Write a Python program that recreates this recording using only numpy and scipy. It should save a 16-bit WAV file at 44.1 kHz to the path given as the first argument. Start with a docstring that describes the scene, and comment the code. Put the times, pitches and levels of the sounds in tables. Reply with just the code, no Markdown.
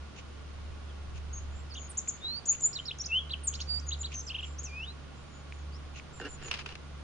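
"""Steady wind noise and the hum of a distant engine are heard first, with faint, thin whistles.
From a pine a bunting sings one quick, thin phrase: each side of its syrinx makes a gliding,
nearly pure tone, and the whistles scatter among the trees. A faint 7.4 kHz tone sounds along with
one held whistle, and there are a few dry ticks.
Near the end fingers brush and knock the camera, exciting the modes of its wall and hollow shell."""
import sys
import numpy as np
from scipy import signal
from scipy.fft import rfft, irfft, next_fast_len
from scipy.io import wavfile
from scipy.ndimage import map_coordinates

SR = 44100
rng = np.random.default_rng(int(sys.argv[2]) if len(sys.argv) > 2 else 0)


def int16_out(signal):
    """Quantize to a 16-bit WAV file."""
    q = np.round(np.clip(np.atleast_2d(signal).T, -1, 1) * 32767)
    wavfile.write(sys.argv[1], SR, q.astype(np.int16))


N = 310023
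TIME = np.arange(N) / SR


def amp(db):
    """Amplitude ratio: a factor of ten for every 20 dB."""
    return 10 ** (np.asarray(db) / 20)


def unit(x):
    """Normalisation to an rms of 1."""
    return x / np.sqrt(np.mean(x ** 2) + 1e-20)


def along(points, hz):
    """Interpolation of (frequency [Hz], value) points on a logarithmic frequency axis."""
    f, v = np.transpose(points)
    return np.interp(np.log(hz + 1), np.log(f + 1), v)


def curve(rows):
    """Linear interpolation of (time [s], value) rows at every sample."""
    return np.interp(TIME, *np.transpose(rows))


def wobble(rate):
    """Smooth random modulation: a spline through `rate` Gaussian knots a second."""
    return map_coordinates(rng.standard_normal(int(N * rate / SR) + 4), [TIME * rate])


def filtered(x, response):
    """Linear filtering: the spectrum of x times a complex frequency response."""
    size = next_fast_len(N + SR // 2)
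    return irfft(rfft(x, size) * response(np.fft.rfftfreq(size, 1 / SR)), size)[..., :N]


def resonances(modes, hz):
    """Superposition of damped modes (frequency [Hz], bandwidth [Hz], gain [dB]) of alternating sign."""
    return sum((-1) ** k * amp(db) * 1j * hz * width / (centre ** 2 - hz ** 2 + 1j * hz * width)
               for k, (centre, width, db) in enumerate(modes))


def noise(response):
    """Partly coherent stereo noise of rms 1: independent mid and side signals share the power."""
    # likeness of left and right: (frequency [Hz], correlation [ratio])
    coherence = [(150, 0.4), (600, 0.024), (1400, 0.47), (3000, 0.018)]

    def mid_side_response(hz):
        angle = np.arccos(np.clip(along(coherence, hz), -1, 1)) / 2
        return response(hz) * np.array([np.cos(angle), np.sin(angle)])

    mid, side = filtered(rng.standard_normal((2, N)), mid_side_response)
    return unit(np.array([mid + side, mid - side]))


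def glide(s, hz, t):
    """Cubic interpolation of pitch through the points (s, hz), level at each turning point."""
    step = np.maximum(np.diff(s), 1e-4)
    slope = np.diff(hz) / step
    before, after = slope[:-1], slope[1:]
    inner = (before * abs(after) + after * abs(before)) / (abs(before) + abs(after) + 1)
    tangent = np.r_[slope[0], inner, slope[-1]]
    k = np.clip(np.searchsorted(s, t) - 1, 0, len(step) - 1)
    u = np.clip((t - s[k]) / step[k], 0, 1)
    bend = (1 - u) * (tangent[k] - slope[k]) - u * (tangent[k + 1] - slope[k])
    return hz[k] + step[k] * u * (slope[k] + (1 - u) * bend)


def swell(u, peak, fade_db, roundness):
    """Envelope in dB over a note (u from 0 to 1): 0 at its peak, fade_db lower at both ends."""
    return -fade_db * np.interp(u, [0, np.clip(peak, .01, .99), 1], [1, 0, 1]) ** roundness


def whistles(notes, edge_s, jitter, flutter_db):
    """Slightly unsteady sinusoidal oscillation along paths of (time [s], pitch [Hz], level [dB])."""
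    # the weak octave that the beak lets through: (time [s], level re fundamental [dB])
    beak = [(2.35, -50.5), (3.2, -40), (3.72, -32.5), (4.4, -34.5), (4.69, -8), (4.76, -24), (4.85, -24),
            (4.88, -42)]
    out = np.zeros(N)
    waver = 1 + jitter * wobble(350)
    effort_db = flutter_db * wobble(220)
    for note in notes:
        s, hz, db = np.transpose(note)
        i = np.arange(int((s[0] - edge_s / 2) * SR), int((s[-1] + edge_s / 2) * SR))
        t = TIME[i]
        pitch = glide(s, hz, t) * waver[i]
        phase = 2 * np.pi * np.cumsum(pitch) / SR
        gate = np.sin(np.pi / 2 * np.clip(np.minimum(t - t[0], t[-1] - t) / edge_s, 0, 1)) ** 2
        tone = np.sin(phase) + amp(np.interp(t, *np.transpose(beak))) * np.sin(2 * phase)
        out[i] += np.sqrt(2) * gate * amp(np.interp(t, s, db) + effort_db[i]) * tone
    return out


def scatter(x, t60, build_s):
    """Diffuse echoes off needles and trunks build up, then decay exponentially, different at each ear."""
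    t = np.arange(SR) / SR
    tail = rng.standard_normal((2, SR)) * amp(-60 * t / t60) * (1 - np.exp(-(t / build_s) ** 2))
    return signal.fftconvolve(x[None], tail / np.linalg.norm(tail[0]), axes=1)[:, :N]


def wind():
    """Turbulence makes an even rush in the trees, with two faint resonances, and buffets the microphone."""
    # spectrum of the rush: (frequency [Hz], relative density [dB])
    air = [(150, -13), (270, -17.5), (760, -23.5), (1450, -27), (1900, -29.5), (3000, -29.5), (6500, -38.5),
           (9800, -49)]
    # wind on the microphone ports: (time [s], level [dB])
    gusts = [(0.3, -70), (0.4, -57), (0.73, -48.5), (0.98, -55), (1.15, -41.5), (1.7, -59.5), (2.4, -68),
             (5.3, -77.5), (6.3, -51.5), (7, -61)]
    rush = amp(-50 + 0.28 * wobble(2.93)) * noise(lambda hz: amp(along(air, hz)))
    hollow = amp(-63) * noise(lambda hz: resonances([(1110, 57, 0.0081), (1433, 37, 0.01)], hz))
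    gust_gain = amp(curve(gusts) + 5 * wobble(4.6))
    rumble = noise(lambda hz: amp(along([(100, -1), (400, -39.5)], hz)) * (hz < 400))
    return (rush + hollow + gust_gain * rumble) * amp([[-.8], [.8]])


def engine():
    """A periodic exhaust hum whose fundamental fades in and out with the air; its octave is steadier."""
    # fading of the fundamental: (time [s], level [dB])
    fading = [(0.0, -41), (0.15, -54), (0.31, -46), (1.51, -40), (2.6, -59.5), (3.23, -43.5), (3.93, -38),
              (4.34, -47), (4.52, -41), (5.31, -52), (5.68, -40), (6.15, -53), (6.65, -52.5), (6.95, -44.5)]
    pitch_hz = 71.9 * (1 + 0.0018 * wobble(1.99))
    phase = 2 * np.pi * np.cumsum(pitch_hz) / SR
    octave_db = curve([(.5, -72.5), (3, -58.5), (7, -58)]) + 1.2 * wobble(0.8)
    hum = amp(curve(fading)) * np.sin(phase) + amp(octave_db) * np.sin(2 * phase)
    return np.sqrt(2) * hum * amp([[-.5], [.5]])


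def faint_tones():
    """Scattering blurs faint, thin tones; the last carry a weak second voice."""
    # At 3.69 s a 7.4 kHz tone sounds along with the held whistle; the other rows are birds farther off.
    # (start [s], end [s], first pitch [Hz], last pitch [Hz], relative level [dB])
    tones = [(0.885, 0.915, 3700, 2870, -56.5), (1.52, 1.626, 6980, 7510, -59.5),
             (1.76, 1.877, 6760, 6674, -46.5), (2.096, 2.168, 6970, 6480, -47),
             (3.69, 3.82, 7380, 7350, -60), (4.225, 4.305, 7370, 7270, -55),
             (4.402, 4.547, 7280, 7200, -56.5), (5.15, 5.24, 7280, 7020, -66),
             (5.295, 5.422, 7060, 6820, -64.5), (5.52, 5.635, 6920, 6600, -64),
             (5.723, 5.769, 4440, 5680, -52.5), (6.132, 6.216, 7460, 6930, -54),
             (6.283, 6.358, 7260, 6900, -46), (6.427, 6.498, 7210, 6590, -46.5)]
    upper_hz, upper_db, upper_from_s = 9100, -18, 6
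    upper = [(start, end, upper_hz, upper_hz, db + upper_db)
             for start, end, _, _, db in tones if start > upper_from_s]
    notes = [[(start, first, db - 6.5), ((start + end) / 2, (first + last) / 2, db), (end, last, db - 7)]
             for start, end, first, last, db in tones + upper]
    direct = whistles(notes, edge_s=0.011, jitter=0.008, flutter_db=2)
    return amp(-4) * (direct + scatter(direct, t60=0.069, build_s=0.0016))


def rasps():
    """Soft, scratchy bird notes: random amplitude modulation roughens bursts of noise in two bands."""
    # (start [s], length [s], level [dB])
    bursts = [(0.16, 0.05, -52), (1.145, 0.046, -54), (2.519, 0.044, -50), (4.112, 0.044, -47),
              (4.437, 0.05, -54), (5.948, 0.051, -48.5)]
    # resonances of the voice: (frequency [Hz], bandwidth [Hz], gain [dB])
    bands = [(2640, 450, -1), (6640, 740, -10.5)]
    gate = sum(amp(db) * np.exp(-(2 * (TIME - s) / length - 1) ** 4) for s, length, db in bursts)
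    grain = unit(amp(3 * wobble(200)))
    return gate * grain * noise(lambda hz: resonances(bands, hz) * (hz > 1800))


def ticks():
    """Tiny dry snaps: heavily damped oscillations, each only a few cycles long."""
    # (time [s], initial level [dB])
    snaps = [(2.075, -36.5), (5.524, -29.5), (5.998, -32)]
    ring_hz, t60 = 2400, 0.0068
    out, t = np.zeros(N), TIME[:SR // 20]
    for s, db in snaps:
        out[round(s * SR):][:len(t)] += amp(db - 60 * t / t60) * np.sin(2 * np.pi * ring_hz * t)
    return out


def handling():
    """Friction and impacts of fingers excite the camera's surface and thin wall; its shell rings on."""
    # sliding fingers: (midpoint [s], length [s], surface drive [dB], shell drive [dB])
    rubs = [(6.219, 0.02, -53, -40), (6.26, 0.039, -45.5, -35), (6.455, 0.11, -51.5, -47),
            (6.543, 0.051, -39, -61), (6.597, 0.042, -41.5, -55), (6.703, 0.058, -46.5, -54)]
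    # impacts: (time [s], surface drive [dB], shell drive [dB])
    knocks = [(6.199, -45, -29.5), (6.213, -47, -41), (6.483, -38, -56), (6.5127, -26, -47),
              (6.5141, -34, -42), (6.5415, -38, -56), (6.6606, -36.5, -36), (6.664, -38, -43),
              (6.754, -36, -52)]
    # spectrum of the contact noise: (frequency [Hz], relative density [dB])
    scrape = [(300, -23), (900, -5), (1450, -3.5), (1900, -4), (2700, 2.5), (3600, -5.5), (5000, -5),
              (9800, -30)]
    # modes of the thin wall and of the hollow shell: (frequency [Hz], bandwidth [Hz], gain [dB])
    wall_modes = [(2360, 130, -5.5), (2684, 140, 2.5), (2960, 120, 3)]
    shell_modes = [(298, 36, 0), (416, 53, -1), (490, 33, 0.5), (764, 73, -8.5), (1440, 206, -5),
                   (1820, 210, -9), (2800, 24, 0)]
    surface_drive, shell_drive = np.zeros((2, N))
    grip = unit(amp(3.3 * wobble(400)))  # skin sticks and slips
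    for s, length, surface_db, shell_db in rubs:
        stroke = grip * np.exp(-(2 * (TIME - s) / length) ** 2)
        surface_drive += amp(surface_db) * stroke
        shell_drive += amp(shell_db) * stroke
    contact_t60 = 0.019
    blow = amp(-60 * TIME[:SR // 20] / contact_t60)
    for s, surface_db, shell_db in knocks:
        i = round(s * SR) + np.arange(len(blow))
        surface_drive[i] += amp(surface_db) * blow
        shell_drive[i] += amp(shell_db) * blow
    surface = surface_drive * noise(lambda hz: amp(along(scrape, hz)))
    wall = filtered(surface_drive * rng.standard_normal((2, N)), lambda hz: resonances(wall_modes, hz))
    shell = filtered(shell_drive * rng.standard_normal(N), lambda hz: resonances(shell_modes, hz))
    return surface + amp(9.5) * wall + amp(16) * shell * amp([[-1], [1]])


def risers():
    """Frequency and amplitude climb together in two low whistles, which then fade."""
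    # one path a whistle: (time [s], pitch [Hz], relative level [dB])
    paths = [
        [(3.085, 2676, -56), (3.117, 2616, -38.5), (3.127, 2740, -32), (3.139, 2780, -32), (3.159, 3032, -30.5),
         (3.175, 3060, -28), (3.195, 3330, -37.5), (3.225, 3230, -55)],
        [(4.668, 2710, -54), (4.7, 2384, -57.5), (4.772, 2520, -45.5), (4.818, 2690, -46.5), (4.842, 2980, -42),
         (4.856, 3400, -60), (4.888, 3870, -46.5), (4.916, 4120, -56)],
    ]
    return [np.add(path, (0, 0, 3)) for path in paths]  # 3 dB of gain


def held_whistles():
    """Attack, sagging sustain and quick release shape a linear rise in pitch with slight vibrato."""
    # (start [s], length [s], first pitch [Hz], last pitch [Hz], attack [s], level [dB])
    holds = [(2.205, 0.205, 3510, 4816, 0.046, -35.5), (3.667, 0.14, 4620, 4740, 0.034, -34)]
    sag_db_per_s, release_s, fade_db = 40.5, 0.024, 28.5
    vibrato_hz, vibrato_share = 21, 0.0067
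    notes = []
    for start, length, first, last, attack, db in holds:
        t = np.linspace(0, length, 60)
        fade = np.interp(t, [0, attack, length - release_s, length], [1, 0, 0, 1])
        level = db - sag_db_per_s * (t - attack) - fade_db * fade
        vibrato = 1 - vibrato_share * np.sin(2 * np.pi * vibrato_hz * t)
        notes.append(np.c_[start + t, (first + (last - first) * t / length) * vibrato, level])
    return notes


def warbles():
    """One modulation of uneven depth swings pitch and level about a glide that drops at the end."""
    # (start [s], length [s], first pitch [Hz], last pitch [Hz], rate [Hz], swing [ratio], level [dB])
    trills = [(1.329, 0.063, 6400, 6540, 23, .04, -46.5), (4.1403, 0.075, 6120, 6160, 78.5, 0.045, -40.5),
              (4.266, .036, 5850, 4470, 57, .07, -43.5)]
    u, notes = np.linspace(0, 1, 90), []
    depth = 1 + 0.22 * wobble(60)
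    for start, length, first, last, rate, swing, db in trills:
        s = start + length * u
        modulation = np.sin(2 * np.pi * rate * length * u) * np.interp(s, TIME, depth)
        pitch = (first + (last - first) * u) * (1 + swing * modulation - .12 * u ** 20)
        level = db + 3 * modulation + swell(u, peak=0.63, fade_db=5.5, roundness=6.5)
        notes.append(np.c_[s, pitch, level])
    return notes


def slurs():
    """Single frequency sweeps link the syllables, each swelling once to a peak."""
    # (start [s], length [s], first pitch [Hz], pitch at peak [Hz], last pitch [Hz],
    #  place of peak [share of length], level [dB])
    sweeps = [(1.7, 0.054, 5400, 4430, 4640, 0.52, -50), (1.738, .014, 4630, 6370, 3900, 0.67, -47),
              (1.751, 0.013, 3700, 2810, 3530, .45, -43), (1.762, 0.031, 3930, 3430, 2710, 0.44, -43.5),
              (1.894, 0.027, 9050, 9370, 6850, 0.4, -44), (2.788, 0.0069, 2610, 3050, 3200, .5, -36),
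              (2.797, .007, 2890, 3140, 3120, 0.5, -34.5), (2.909, 0.011, 2380, 3090, 3450, .6, -33),
              (2.985, 0.0062, 5340, 6600, 7300, 0.62, -40.5), (2.995, .03, 5350, 5640, 6070, 0.6, -34),
              (3.013, .01, 6470, 6700, 6900, .5, -39.5), (3.038, 0.023, 3820, 5240, 5230, .75, -42.5),
              (3.058, 0.014, 7380, 6270, 4750, 0.22, -33.5), (3.333, 0.011, 3435, 2965, 2560, 0.66, -29),
              (3.435, 0.027, 8920, 8890, 8300, 0.64, -39.5), (3.47, .022, 7790, 6940, 6380, .52, -25.5),
              (3.792, .011, 4740, 5480, 6700, 0.59, -41.5), (4.583, 0.027, 5530, 6540, 6970, 0.44, -40),
              (4.631, 0.0053, 4750, 6950, 7610, 0.44, -46), (4.636, 0.035, 7680, 6650, 5430, .25, -40.5)]
    u, notes = np.linspace(0, 1, 25), []
    for start, length, first, loudest, last, peak, db in sweeps:
        pitch = glide(length * np.array([0, peak, 1]), np.array([first, loudest, last]), length * u)
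        level = db + swell(u, peak, fade_db=10, roundness=1.8)
        notes.append(np.c_[start + length * u, pitch, level])
    return notes


def syllables():
    """The two sides of the syrinx oscillate independently, in patterns repeated with small changes."""
    # one path for each side in use: (time from start [s], pitch [Hz], relative level [dB])
    peep = [
        [(0, 6220, -14), (.0105, 7300, -1), (.0195, 6560, -1.5), (.03, 5250, -31.5)],
    ]  # a quick arch
    scoop = [
        [(0, 5440, -25.5), (.004, 6900, -14), (.009, 8310, -36), (.018, 7060, -15), (.045, 6653, 2.5),
         (.061, 6880, -1.5), (.079, 7380, -12)],
        [(.003, 5420, -27), (.009, 7200, -10)],
    ]  # a double flick, then a loud hollow curve
    tumble = [
        [(0, 3940, -12.5), (.0065, 5510, -7), (.009, 5150, -10)],
        [(.01, 4220, -12), (.0165, 5630, -8.5), (.022, 4950, -15), (.0365, 3945, 1), (.053, 3450, -12)],
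    ]  # two hops and a slide
    zigzag = [
        [(0, 4400, -7), (.0075, 2730, -11), (.015, 3784, -1), (.024, 3970, 2.5), (.0295, 4600, -8),
         (.035, 3710, -3), (.044, 2900, -17)],
    ]  # down, up with a kink, down
    twitter = [
        [(0, 2955, -10), (.01, 3660, -12), (.015, 6200, -0.5), (.0195, 7130, -12), (.0275, 5780, -5.5),
         (.036, 5030, -5.5)],
        [(.012, 2650, -2), (.0255, 4640, -2.6), (.0325, 3720, -1.8)],
    ]  # two arches, one over the other
    lilt = [
        [(0, 6800, -19), (.012, 7260, -17), (.026, 6680, 0), (.033, 7230, -6.5)],
    ]  # a soft rise, then a stressed dip
    chirp = [
        [(0, 2550, -9.5), (.008, 2884, 0.5), (.018, 3245, -4.5), (.027, 2530, -5)],
        [(-.013, 3050, -18), (.007, 3900, -16)],
    ]  # a leaning arch under an upstroke
    # repeats of each: (start [s], time stretch [ratio], transposition [semitones], gain [dB])
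    peeps = [(1.972, 0.94, 0.011, -27), (2.077, 1, 0, -28.5)]
    scoops = [(2.455, 0.96, 0, -23), (2.604, 0.94, .55, -24)]
    tumbles = [(2.729, 0.97, 0.11, -33.5), (2.854, 0.94, -0.11, -33)]
    zigzags = [(3.296, .82, 0, -37), (3.907, 1, -0.14, -35), (4.03, 1.04, 0.14, -37.5)]
    twitters = [(3.526, 1.01, 0.078, -40), (3.591, .99, -0.12, -37.5)]
    lilts = [(3.867, .97, -0.34, -32), (3.989, 1.1, 0.44, -35)]
    chirps = [(4.298, 0.93, -.2, -36.5), (4.343, 0.89, 0, -33), (4.383, 0.96, 0.15, -36),
              (4.427, 0.88, 0.34, -37.5)]
    kinds = [(peep, peeps), (scoop, scoops), (tumble, tumbles), (zigzag, zigzags),
             (twitter, twitters), (lilt, lilts), (chirp, chirps)]
    return [np.multiply(path, (stretch, 2 ** (semitones / 12), 1)) + (start, 0, db)
            for paths, repeats in kinds for start, stretch, semitones, db in repeats for path in paths]


def bunting():
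    """Direct song reaches the two microphone ports unequally; near branches and the wood reflect it."""
    # level difference between the ports: (frequency [Hz], left minus right [dB])
    balance = [(3900, 0), (4700, -10.5), (5600, 2), (6900, 2), (8600, -2.5)]
    # phase difference between the ports: (frequency [Hz], lead of left [rad])
    lead = [(3200, -0.5), (3900, -1.9), (4700, -3), (5600, 0.5)]
    # colour of the echoes: (frequency [Hz], gain [dB])
    needles = [(3000, -0.5), (4200, -2.5), (6500, 2)]
    notes = syllables() + slurs() + warbles() + held_whistles() + risers()
    song = whistles(notes, edge_s=.002, jitter=.0018, flutter_db=.9)
    half = np.array([[.5], [-.5]])  # each port takes half of the difference
    direct = filtered(song, lambda hz: amp(along(balance, hz) * half) * np.exp(1j * along(lead, hz) * half))
    reflected = filtered(song, lambda hz: amp(along(needles, hz)))
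    branches = amp(-9.5) * scatter(reflected, t60=0.1, build_s=0.0041)
    wood = amp(-18.5) * scatter(reflected, t60=0.41, build_s=0.02)
    return direct + branches + wood


def scene():
    """Superposition of all sources; the microphone's response colours the noisy ones."""
    # a treble notch with a peak just above it: (frequency [Hz], gain [dB])
    microphone = [(7200, 0), (8000, -5), (8250, -23), (8650, -1), (8800, 12.5), (8920, 5), (9480, 4.5),
                  (9700, -17)]
    background = filtered(wind() + handling() + rasps(), lambda hz: amp(along(microphone, hz)))
    return bunting() + faint_tones() + engine() + ticks() + background


def record(dry):
    """Ideal low-pass filtering: the camera keeps nothing above its band limit."""
    return filtered(dry, lambda hz: hz < 9850)


dry = scene()
out = record(dry)
int16_out(out)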